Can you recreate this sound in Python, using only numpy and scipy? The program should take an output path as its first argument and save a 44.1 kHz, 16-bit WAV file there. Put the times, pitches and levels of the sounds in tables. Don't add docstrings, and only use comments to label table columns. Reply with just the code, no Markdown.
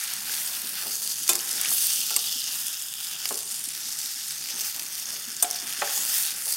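import sys
import numpy as np
from scipy import signal
from scipy.fft import rfft, irfft
from scipy.io import wavfile

SR = 44100
rng = np.random.default_rng(int(sys.argv[2]) if len(sys.argv) > 2 else 0)


def dump(signal):
    limited = np.clip(np.atleast_2d(signal).T, -1, 1)
    pcm = np.round(limited * 32767).astype(np.int16)
    wavfile.write(sys.argv[1], SR, pcm)


N = 289296
TIME = np.arange(N) / SR
HZ = np.maximum(np.fft.rfftfreq(N, 1 / SR), 1)
CUTOFF_HZ = 15800


def from_db(db):
    return 10 ** (np.asarray(db) / 20)


def rms_one(x):
    return x / np.sqrt(np.mean(x ** 2) + 1e-20)


def coloured(x, points, bumps=()):
    hz, level = np.transpose(points)
    level = np.interp(np.log(HZ), np.log(hz), level)
    for centre, width, height in bumps:
        level = level + height * np.exp(-((HZ - centre) / width) ** 2)
    return rms_one(irfft(rfft(x) * from_db(level), N))


def band(x, low_hz, high_hz):
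    bandpass = signal.butter(2, [low_hz, min(high_hz, .45 * SR)], "band", fs=SR, output="sos")
    return signal.sosfilt(bandpass, x + 1e-18)


def drift(per_s):
    targets = rng.standard_normal(16384)
    return np.interp(TIME * per_s, np.arange(len(targets)), targets)


def fade(t60):
    return np.exp(-np.log(1000) * TIME[:SR // 2] / t60)


def burst(t60):
    return rng.standard_normal(SR // 2) * fade(t60)


def struck_tone(hz, t60):
    return rng.choice([-1, 1]) * np.sin(2 * np.pi * hz * TIME[:SR // 2]) * fade(t60)


def ring(kicks, hz, t60):
    decay, angle = from_db(-60 / (t60 * SR)), 2 * np.pi * hz / SR
    return signal.lfilter([0, np.sin(angle)], [1, -2 * decay * np.cos(angle), decay ** 2], kicks + 1e-18)


def swell(peak_s, rise_s, level_db, t60):
    before, after = np.minimum(TIME - peak_s, 0), np.maximum(TIME - peak_s, 0)
    return (from_db(level_db) * np.exp(-(before / rise_s) ** 2 - np.log(1000) * after / t60)) ** 2


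def add(out, s, sound):
    start = max(int(s * SR), 0)
    out[start:start + len(sound)] += sound[:N - start]


def clicks(per_s, spread_db, largest=4.5):
    sizes = from_db(spread_db * np.minimum(rng.exponential(1, N), largest))
    return sizes * rng.choice([-1, 1], N) * (rng.random(N) < per_s / SR)


def bubbles(births, low_hz, high_hz, cycles, count=28):
    chosen = rng.integers(0, count, N)
    pitches = np.geomspace(low_hz, min(high_hz, CUTOFF_HZ), count)
    rings = (hz ** 1.5 * ring(births * (chosen == k), hz, cycles / hz) for k, hz in enumerate(pitches))
    return rms_one(sum(rings))


# pitch in Hz, relative level in dB.
FLAME_COLOUR = [(20, -42), (40, -30), (75, -1.5), (120, -1), (160, -9.5), (230, -1.5), (400, -7.5),
                (800, -27), (2000, -36)]

def burner(flame_db=-66, hum_hz=154.1, hum_db=-68):
    hum = rms_one(ring(rng.standard_normal(N), hum_hz, t60=0.52))
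    murmur = coloured(rng.standard_normal(N), FLAME_COLOUR)
    return from_db(flame_db) * murmur + from_db(hum_db) * hum


def kitchen(x, echo_db=-6.0, t60=0.71):
    tail = burst(t60) * (1 - fade(0.0084))
    tail = band(tail / np.sqrt(np.sum(tail ** 2)), 99, 1200)
    return x + from_db(echo_db) * signal.fftconvolve(x, tail)[:N]


# peak time in seconds, rise in seconds, relative level in dB,
# fade time in seconds.
SPOON_STROKES = [(0.02, .1, -44.5, 6), (0.28, 0.033, -48.5, 1.4), (0.78, 0.042, -45, 0.76),
                 (1.51, 0.27, -45, 2.3), (1.65, 0.1, -41.5, 0.54), (2.551, 0.17, -49.5, 3.02),
                 (3.2, 0.052, -47.5, 1.1), (3.85, 0.16, -52, 15), (4.62, 0.16, -49, 5.3),
                 (5.73, 0.45, -49.5, 0.77), (5.91, 0.23, -42.5, 4), (6.16, 0.068, -43.5, 0.98),
                 (6.47, .05, -60.5, 2)]

def spoon_effort():
    return sum(swell(*stroke) for stroke in SPOON_STROKES)


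# peak time in seconds, rise in seconds, level in dB,
# fade time in seconds.
PILE_PRESSES = [(.31, 0.046, -61, 1.3), (.68, 0.063, -59.5, 1.2), (.84, .07, -57, 0.88),
                (1.55, 0.11, -57.5, 1.4), (2.36, .04, -61.5, 0.83), (3.25, 0.045, -55.5, .8),
                (3.75, 0.072, -65, .6), (4.5, 0.18, -63, 1.8), (5.2, 0.15, -60, 2.1), (5.72, .1, -61, 1.2),
                (6.05, .1, -63, 2.1), (6.36, .05, -62.5, 1)]

def stirring(squelch_db=-14.0, jostle_db=-20.5, ooze_db=-66.5, settle_db=-68.0, uneven_db=4.0):
    effort = np.sqrt(spoon_effort())
    pressed = np.sqrt(sum(swell(*press) for press in PILE_PRESSES))
    wet = bubbles(clicks(800, spread_db=3.5), low_hz=686, high_hz=1200, cycles=9.8)
    wet = rms_one(band(wet, 550, 2100))
    slop = bubbles(clicks(600, spread_db=2.5), low_hz=288, high_hz=674, cycles=7.1)
    soft = bubbles(clicks(220, spread_db=2.5, largest=6.3), low_hz=176, high_hz=450, cycles=9.9)
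    soft = rms_one(band(soft, 94, 245))
    wet_gain = np.hypot(from_db(ooze_db), from_db(squelch_db) * effort)
    soft_gain = np.hypot(from_db(settle_db), from_db(jostle_db) * effort)
    return (wet_gain * wet + soft_gain * soft + pressed * slop) * from_db(uneven_db * drift(14))


def scraping(gain_db=-4.0, edge_hz=1643):
    slips = band(clicks(2500, spread_db=4.0), edge_hz / 1.2, edge_hz * 1.2)
    return from_db(gain_db) * np.sqrt(spoon_effort()) * rms_one(slips)


# pitch in Hz, fade time in seconds, relative level in dB.
BOTTOM_TONES = [(235, 0.13, -4.5), (288, 0.13, -5.5), (373, 0.34, -11.5), (442, 0.23, -4.5),
                (471, .12, -10), (583, 0.17, -11), (646, 0.06, -8), (717.7, 0.18, -2.5), (792, 0.11, -1.5),
                (857, 0.13, 1), (1066, 0.076, -11), (1110, 0.12, 1.5), (1238, 0.11, -0.5), (1368, 0.15, -1),
                (1560, 0.09, 1), (1780, 0.072, 1), (1990, 0.054, 3), (2530, 0.07, -1), (2970, 0.036, -7),
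                (3500, .04, -5)]
# start in seconds, relative level in dB, centre pitch
# in Hz, spread in octaves, fade time multiplier, extra thud in dB.
SPOON_KNOCKS = [(.856, -42, 330, 1.6, 1.3, 1), (1.294, -36.5, 480, 1.2, 1.6, 7),
                (1.7155, -36.5, 600, 1.5, 0.15, 2), (2.106, -43, 710, 1.3, 1.55, 5),
                (2.106, -32.5, 1380, 0.077, 1, -4), (2.163, -41.5, 400, 2.6, 0.78, -1),
                (2.164, -36, 1110, 0.15, .4, -3), (3.2555, -40, 1200, 1.4, 0.15, -1),
                (3.3085, -32.5, 1090, 0.47, 0.48, 3), (3.313, -31, 397, 0.57, 0.78, -1.5),
                (5.427, -37, 700, 1.24, 1.55, 2), (5.445, -27.5, 710, 0.1, 0.93, -6),
                (5.4455, -32, 2700, .6, .2, 11), (5.819, -23.5, 1700, 1.36, 0.5, 3),
                (5.823, -22, 695, 0.51, 0.58, 2), (6.466, -45.5, 700, 0.74, 1, 2)]
# start in seconds, relative level in dB.
SLICE_FLOPS = [(0.245, -51), (.632, -43.5), (0.869, -45), (1.05, -47.5), (1.205, -49), (1.555, -43),
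               (1.715, -52), (1.98, -46.5), (2.353, -48), (3.67, -47), (3.859, -47.5), (4.04, -51),
               (4.40, -52), (4.531, -48), (5.274, -41.5), (5.32, -51), (5.625, -45), (5.67, -51),
               (5.782, -45), (6.32, -52)]

def knocks(tones_db=3.5, thud_db=6.5, thud_t60=0.14, flop_hz=230, flop_octaves=0.52):
    out = np.zeros(N)
    flops = [(s, level_db, flop_hz, flop_octaves, 1, 0) for s, level_db in SLICE_FLOPS]
    for s, level_db, centre_hz, octaves, stretch, extra_db in SPOON_KNOCKS + flops:
        thud = band(burst(thud_t60 * stretch), centre_hz / 2 ** octaves, centre_hz * 2 ** octaves)
        sound = from_db(thud_db + extra_db) * thud / np.abs(thud).max()
        for hz, t60, tone_db in BOTTOM_TONES:
            closeness = np.exp(-.5 * (np.log2(hz / centre_hz) / octaves) ** 2)
            sound += closeness * from_db(tones_db + tone_db) * struck_tone(hz, t60 * stretch)
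        add(out, s, from_db(level_db) * sound / 2)
    return band(out, 175, 7500)


# pitch in Hz, fade time in seconds, relative level in dB when
WALL_TONES = [(352, .22, -28, -45), (716, .15, -31, -28), (1038, .09, -25, -32), (1351, .16, -26, -36),
              (1610, .1, -29, -32), (2455, .09, -21, -38), (2519, .12, -20, -38), (3040, .09, -22, -32),
              (3490, .09, -24, -33), (3575, .14, -22, -27), (5782, .03, -14, -19), (6793, .09, -15, -32),
              (7060, .12, -22, -25), (7284, .12, -10.5, -28), (7919, .2, -24, -27), (8288, .1, -20, -22),
              (8488, .18, -23, -24), (8608, .06, -28, -9), (9147, .08, -28, -10.5), (9458, .055, -10, -28),
              (11140, .06, -14, -21), (11680, .07, -19, -18), (12711, .07, -22, -20),
              (13646, .06, -22, -12)]

def wall_ring(free, place):
    tones = (from_db(far_db + place * (near_db - far_db)) * struck_tone(hz, t60 * free)
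             for hz, t60, far_db, near_db in WALL_TONES)
    return np.sqrt(free) * sum(tones)


# pitch in Hz, fade time in seconds, relative level in dB.
SPOON_TONES = [(1147, 0.039, -18), (2160, 0.03, -9), (2750, .03, -9), (3330, .03, -18), (4650, .021, -7),
               (5060, 0.031, -12), (7200, .026, 1.5), (8270, 0.035, 1.5), (9300, .026, -11),
               (11320, .024, -1), (12310, .034, -2.5), (13020, .022, -8)]

def spoon_ring():
    return band(sum(from_db(db) * struck_tone(hz, t60) for hz, t60, db in SPOON_TONES), 890, 18000)


# start in seconds, relative level in dB, chatter fade time in
# seconds, how freely the wall rings (0 to 1), place (0 far to 1 near), extra spoon ring in dB.
SPOON_CLINKS = [(1.278, -19, 0.016, 0, 0, -19), (1.2916, -14.5, 0.067, 0.95, 0.071, -21.5),
                (1.2982, -19, .014, 0.3, 0.35, -17), (1.3325, -17, 0.013, 0.2, 0.39, -17),
                (1.3542, -15.5, 0.016, 0.2, 0.53, -9), (1.6137, -10.5, 0.0049, 0, 0.82, -14),
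                (2.1060, -23.5, 0.022, 0.1, 0.16, -3), (2.1632, -15, 0.014, 0.01, 0.9, 2),
                (2.1658, -11.5, 0.008, 0.01, 1, -6.5), (5.4252, -13, 0.048, 0.75, 1, -18),
                (5.5107, -20, 0.011, 0.23, 0.97, -11), (6.5251, -16.5, 0.0053, 0.11, 0, -20)]

def clinks(snap_db=1.5, chatter_db=5.0, wall_db=10.5, spoon_db=-3.5, tail_db=-44.0):
    out = np.zeros(N)
    dip = signal.iirnotch(10500, Q=16, fs=SR)
    far_hz, near_hz = 4000, 6000
    for s, level_db, chatter_t60, free, place, extra_db in SPOON_CLINKS:
        free, place = np.clip(free, .02, 1), np.clip(place, 0, 1)
        contact = burst(chatter_t60) + free * from_db(tail_db) * burst(t60=0.19)
        contact = signal.lfilter(*dip, contact)
        lowest_hz = far_hz + place * (near_hz - far_hz)
        chatter = band(contact, lowest_hz, 12300) + 0.085 * band(contact, 2000, 13600)
        snap = from_db(snap_db) * band(burst(t60=0.005), 8300, 16500)
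        wall = from_db(wall_db) * wall_ring(free, place)
        spoon = from_db(spoon_db + extra_db) * spoon_ring()
        add(out, s, from_db(level_db) * (snap + from_db(chatter_db) * chatter + wall + spoon))
    return out


# start in seconds, pitch in Hz, peak level in dB.
PITCHED_BLIPS = [(.294, 1530, -30.5), (0.319, 1650, -36), (.415, 2200, -33.5), (1.399, 3020, -26.5),
                 (1.4065, 5970, -21), (1.646, 2350, -25), (1.656, 2790, -21.5), (1.666, 1830, -30),
                 (1.6855, 5300, -21), (2.418, 4250, -24.5), (3.2553, 5020, -17), (5.056, 6300, -20.5),
                 (5.51, 5700, -16), (5.544, 5600, -21), (5.558, 5400, -25), (5.588, 5150, -22),
                 (5.873, 1750, -28.5), (6.525, 4750, -18), (6.538, 4650, -22)]

def blips(t60=.013):
    out = np.zeros(N)
    for s, hz, peak_db in PITCHED_BLIPS:
        blip = band(burst(t60), hz / 1.08, hz * 1.08)
        add(out, s, from_db(peak_db) * blip / np.abs(blip).max())
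    return out


# start
# in seconds, relative peak level in dB, pitch in Hz, fade time in seconds.
SHARP_SNAPS = [(0.0395, -11, 10800, 0.0046), (.0883, -27, 10000, .005), (0.1369, -14, 7400, .008),
               (0.618, -14.5, 9200, 0.0069), (0.6714, -17, 9300, 0.0043), (0.955, -10, 8400, 0.0052),
               (1.027, -14, 8600, .005), (1.0758, -9.5, 8000, 0.0054), (1.1185, -12, 6370, 0.0053),
               (1.317, -7, 6500, .006), (1.3853, -17, 8000, 0.005), (1.3915, -11, 5600, .005),
               (1.5115, -11, 8500, .02), (1.5295, -12, 6700, 0.0088), (1.649, -8, 8700, .007),
               (1.7065, -9, 11000, .003), (1.8688, -3, 10600, 0.0045), (2.1293, -18, 6000, .003),
               (2.223, -15, 9000, .004), (2.2415, -13.5, 3540, 0.024), (2.441, -11, 7200, .004),
               (2.668, -13, 10800, 0.0062), (2.824, -17, 8200, .005), (3.029, -18, 9200, .004),
               (3.0465, -15, 3700, 0.0065), (3.0697, -15, 6000, .005), (3.2555, -8.5, 2920, 0.011),
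               (3.2898, -9, 7550, .01), (3.3434, -11.5, 6200, .012), (3.372, -16, 8700, .005),
               (3.3792, -18, 8700, 0.003), (3.5932, -13.5, 8600, .006), (3.64, -12.5, 8000, 0.012),
               (3.6576, -18, 7000, 0.0069), (3.687, -13, 8100, 0.02), (4.0595, -12.5, 5000, 0.007),
               (4.2373, -16.5, 5000, 0.0057), (4.4743, -17, 5500, 0.006), (4.7632, -11, 8800, 0.0038),
               (4.795, -12.5, 5160, 0.018), (4.833, -17, 12000, .004), (4.855, -15, 7000, .004),
               (5.3663, -15, 7100, .006), (5.4076, -16.5, 6250, .004), (5.5032, -14, 5600, .006),
               (5.7253, -17, 3400, .01), (6.4558, -13.5, 9500, 0.0043), (6.5066, -13, 10000, .003),
               (6.5391, -13, 8200, .003)]

def snaps(gain_db=-2.5, core_gain=1.5):
    out = np.zeros(N)
    for s, peak_db, hz, t60 in SHARP_SNAPS:
        noise = burst(t60)
        snap = band(noise, 4300, 14000) + core_gain * band(noise, hz / 1.32, hz * 1.39)
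        add(out, s, from_db(peak_db + gain_db) * snap / np.abs(snap).max())
    return out


# start in seconds, end in seconds,
# first pitch in Hz, last pitch in Hz, width in Hz, change in dB.
SIZZLE_COLOUR_SHIFTS = [(.25, .85, 1620, 1620, 170, 1), (.55, .9, 7000, 6850, 1300, -4),
                        (.55, .78, 11200, 11100, 600, -4), (.85, 1.2, 4900, 4230, 350, 3),
                        (.9, 1.3, 6720, 6600, 600, 3), (.95, 1.27, 2100, 2000, 600, -1.5),
                        (1.58, 1.88, 10650, 10400, 400, 5), (1.803, 2.037, 8850, 8100, 450, 4.5),
                        (2.013, 2.45, 5460, 4950, 420, 2.5), (2.125, 2.42, 10500, 10500, 812, -2),
                        (2.264, 2.56, 3340, 2720, 250, 5.5), (2.2, 3.25, 2300, 1870, 280, -3.5),
                        (2.604, 3.25, 4450, 4200, 350, -5), (2.6, 3.22, 3100, 3530, 560, 2),
                        (2.85, 3.3, 5900, 6100, 300, -3), (2.69, 3.65, 7150, 7160, 300, 4),
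                        (2.802, 3.248, 5160, 5100, 300, 2.5), (3.27, 3.72, 9600, 9500, 1300, 2),
                        (3.2, 3.65, 8650, 8350, 300, 3), (3.4, 3.76, 12700, 12200, 1300, -1),
                        (3.818, 4.398, 9500, 9350, 700, -3), (3.95, 4.3, 5200, 5450, 300, 1.5),
                        (3.95, 5.7, 11100, 11000, 450, -3.5), (4.533, 4.73, 6250, 6250, 300, 5),
                        (4.72, 4.98, 12400, 12300, 800, 0), (4.9, 5.415, 6300, 6800, 300, 2),
                        (4.9, 5.9, 3950, 3880, 150, -7), (4.9, 5.8, 7600, 7600, 400, -2),
                        (5.92, 6.04, 6600, 7000, 550, 5.5), (5.93, 6.22, 15000, 15000, 1200, 3),
                        (6.08, 6.25, 12400, 12200, 450, 3), (6.33, 6.447, 15000, 15000, 900, 1),
                        (6.36, 6.597, 10170, 10000, 450, 4.5), (6.42, 6.597, 4550, 4550, 300, 1.5)]

def colour_shifts(x, ramp_s=0.042, frame_samples=512):
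    hz, s, frames = signal.stft(x, SR, nperseg=frame_samples)
    colour_db = 0
    for start, end, first_hz, last_hz, width_hz, height_db in SIZZLE_COLOUR_SHIFTS:
        amount = np.clip(.5 + np.minimum(s - start, end - s) / ramp_s, 0, 1)
        pitch_hz = np.interp(s, [start, end], [first_hz, last_hz])
        colour_db += height_db * amount * np.exp(-((hz[:, None] - pitch_hz) / width_hz) ** 2)
    return signal.istft(frames * from_db(colour_db), SR, nperseg=frame_samples)[1][:N]


def wall_echo(x, share=0.12, lag_ms=0.583, wander_ms=0.095):
    lag_s = (lag_ms + wander_ms * drift(3.3)) / 1000
    return x + share * np.interp(TIME - lag_s, TIME, x)


def spatter(per_s, spread_db, spray_t60, snap):
    pops = clicks(per_s, spread_db, largest=4.4)
    spray_power = np.abs(signal.fftconvolve(pops ** 2, fade(spray_t60) ** 2)[:N])
    spray = np.sqrt(spray_power) * rng.standard_normal(N)
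    return rms_one(snap * rms_one(pops) + rms_one(spray))


BUBBLE_PITCHES_HZ = [1700, 3200, 5500, 8900, 13300]
RESTING_DB = [-52, -50.5, -44.5, -41.5, -46]
# for each size, dB above the stroke's level.
STIR_BOOST_DB = [-1.5, 1.5, 5.5, 3.5, 1]
# peak time in seconds, rise in
# seconds, relative level in dB, fade time in seconds, bubble pitch in Hz.
WET_SURGES = [(.09, 0.22, -39.5, 11, 10200), (.37, 0.12, -32, 3.8, 11100), (.49, 0.35, -39.5, 1.2, 4460),
              (.94, 0.1, -35.5, 0.85, 11100), (1.12, 0.46, -36, 4, 7140), (1.56, 0.36, -32, 1.4, 8700),
              (1.73, 0.045, -23.5, 2.1, 12100), (1.86, 0.27, -32.5, 7.6, 4780),
              (2.27, 0.12, -35, 2.3, 8450), (2.58, 0.076, -32, 2.4, 11400), (3.08, 0.1, -40, 0.72, 10500),
              (3.17, 0.15, -42.5, 0.24, 3450), (3.3, 0.033, -34, 3.6, 8300),
              (3.55, 0.043, -40.5, 1.2, 7700), (3.93, 0.18, -35.5, 12, 7100),
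              (4.22, 0.055, -38.5, 0.37, 6250), (4.619, 0.035, -34, 3, 11800),
              (5.07, 0.046, -40, 1.3, 6350), (5.55, 0.058, -37, 0.77, 6000), (5.95, 0.07, -30, 3.6, 10300),
              (6.16, 0.04, -25.5, 0.48, 13000), (6.15, 0.11, -33.5, 1.2, 6000),
              (6.5, 0.089, -31, 1.9, 9600)]
# middle in seconds, depth in dB.
LIFT_LULLS = [(.66, 1), (1.46, 3), (2.722, 1.6), (2.882, 1.5), (3.442, 2), (3.72, 0.5), (4.33, 0.1),
              (4.85, 2.5), (6.3, 0.5)]

def boiling(surge_db=-1.3, surge_octaves=0.69, lull_half_s=0.076):
    effort = spoon_effort()
    surges = [(swell(s, rise_s, db + surge_db, t60), hz) for s, rise_s, db, t60, hz in WET_SURGES]
    lull_db = sum(depth_db * np.exp(-((TIME - s) / lull_half_s) ** 2) for s, depth_db in LIFT_LULLS)
    levels = []
    for size_hz, simmer_db, stirred_db in zip(BUBBLE_PITCHES_HZ, RESTING_DB, STIR_BOOST_DB):
        flare = sum(power * np.exp(-(np.log2(size_hz / hz) / surge_octaves) ** 2) for power, hz in surges)
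        total_power = from_db(simmer_db) ** 2 + from_db(stirred_db) ** 2 * effort + flare
        levels.append(10 * np.log10(total_power) - lull_db)
    return levels


# pitch in Hz, relative level in dB.
CRACKLE_COLOUR = [(300, -27.5), (600, -32), (800, -18), (1000, -21), (1250, -12), (1600, -10.5), (2200, -9),
                  (2800, 2.5), (4400, 1.5), (5200, 1), (9200, 3.5), (10500, 5), (13000, 15), (16000, 13.5)]
# pitch in Hz, width in Hz, change in dB.
PAN_COLOUR = [(813, 110, 5), (3540, 220, 1.5), (4010, 85, -7), (5150, 1190, 6), (6200, 280, 1),
              (6600, 690, 1.5), (7630, 210, -1.5), (9300, 290, 1)]
BUBBLE_EDGES_HZ = [2400, 4200, 7200, 11000]

def sizzle(fizz_db=-1.0, pops_db=-3.5, pings_db=-9.5, flutter_db=1.22, sputter_db=0.45, merging=0.37):
    levels = boiling()
    clumps = from_db(2.0 * drift(60))
    fizz = rms_one(clicks(12000 * clumps, spread_db=3.0))
    pops = spatter(1000 * clumps, spread_db=4.0, spray_t60=0.0029, snap=0.64)
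    births = clicks(1200 * clumps, spread_db=3.4, largest=3.8)
    pings = bubbles(births, low_hz=1100, high_hz=9000, cycles=36)
    singles = from_db(pops_db) * pops + from_db(pings_db) * pings
    singles_gain = from_db(-merging * (levels[3] - np.median(levels[3])))
    crackle = (from_db(fizz_db) * fizz + singles_gain * singles) / np.hypot(1, singles_gain)
    spectrum = rfft(coloured(wall_echo(crackle), CRACKLE_COLOUR, PAN_COLOUR))
    below = [0] + [1 / (1 + (HZ / edge) ** 14) for edge in BUBBLE_EDGES_HZ] + [1]
    out = np.zeros(N)
    for k, level_db in enumerate(levels):
        one_size = rms_one(irfft(spectrum * (below[k + 1] - below[k]), N))
        out += one_size * from_db(level_db + flutter_db * drift(25))
    return out * from_db(sputter_db * drift(22))


def scene():
    pan = colour_shifts(sizzle()) + snaps() + blips() + stirring() + scraping() + clinks() + knocks()
    pan = signal.sosfilt(signal.butter(4, 140, "high", fs=SR, output="sos"), pan)
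    return (kitchen(pan) + burner())[None]


def record(dry, ceiling=0.7):
    rounded = ceiling * np.tanh(dry / ceiling)
    return signal.sosfilt(signal.ellip(12, .1, 80, CUTOFF_HZ, fs=SR, output="sos"), rounded, axis=-1)


dry = scene()
out = record(dry)
dump(out)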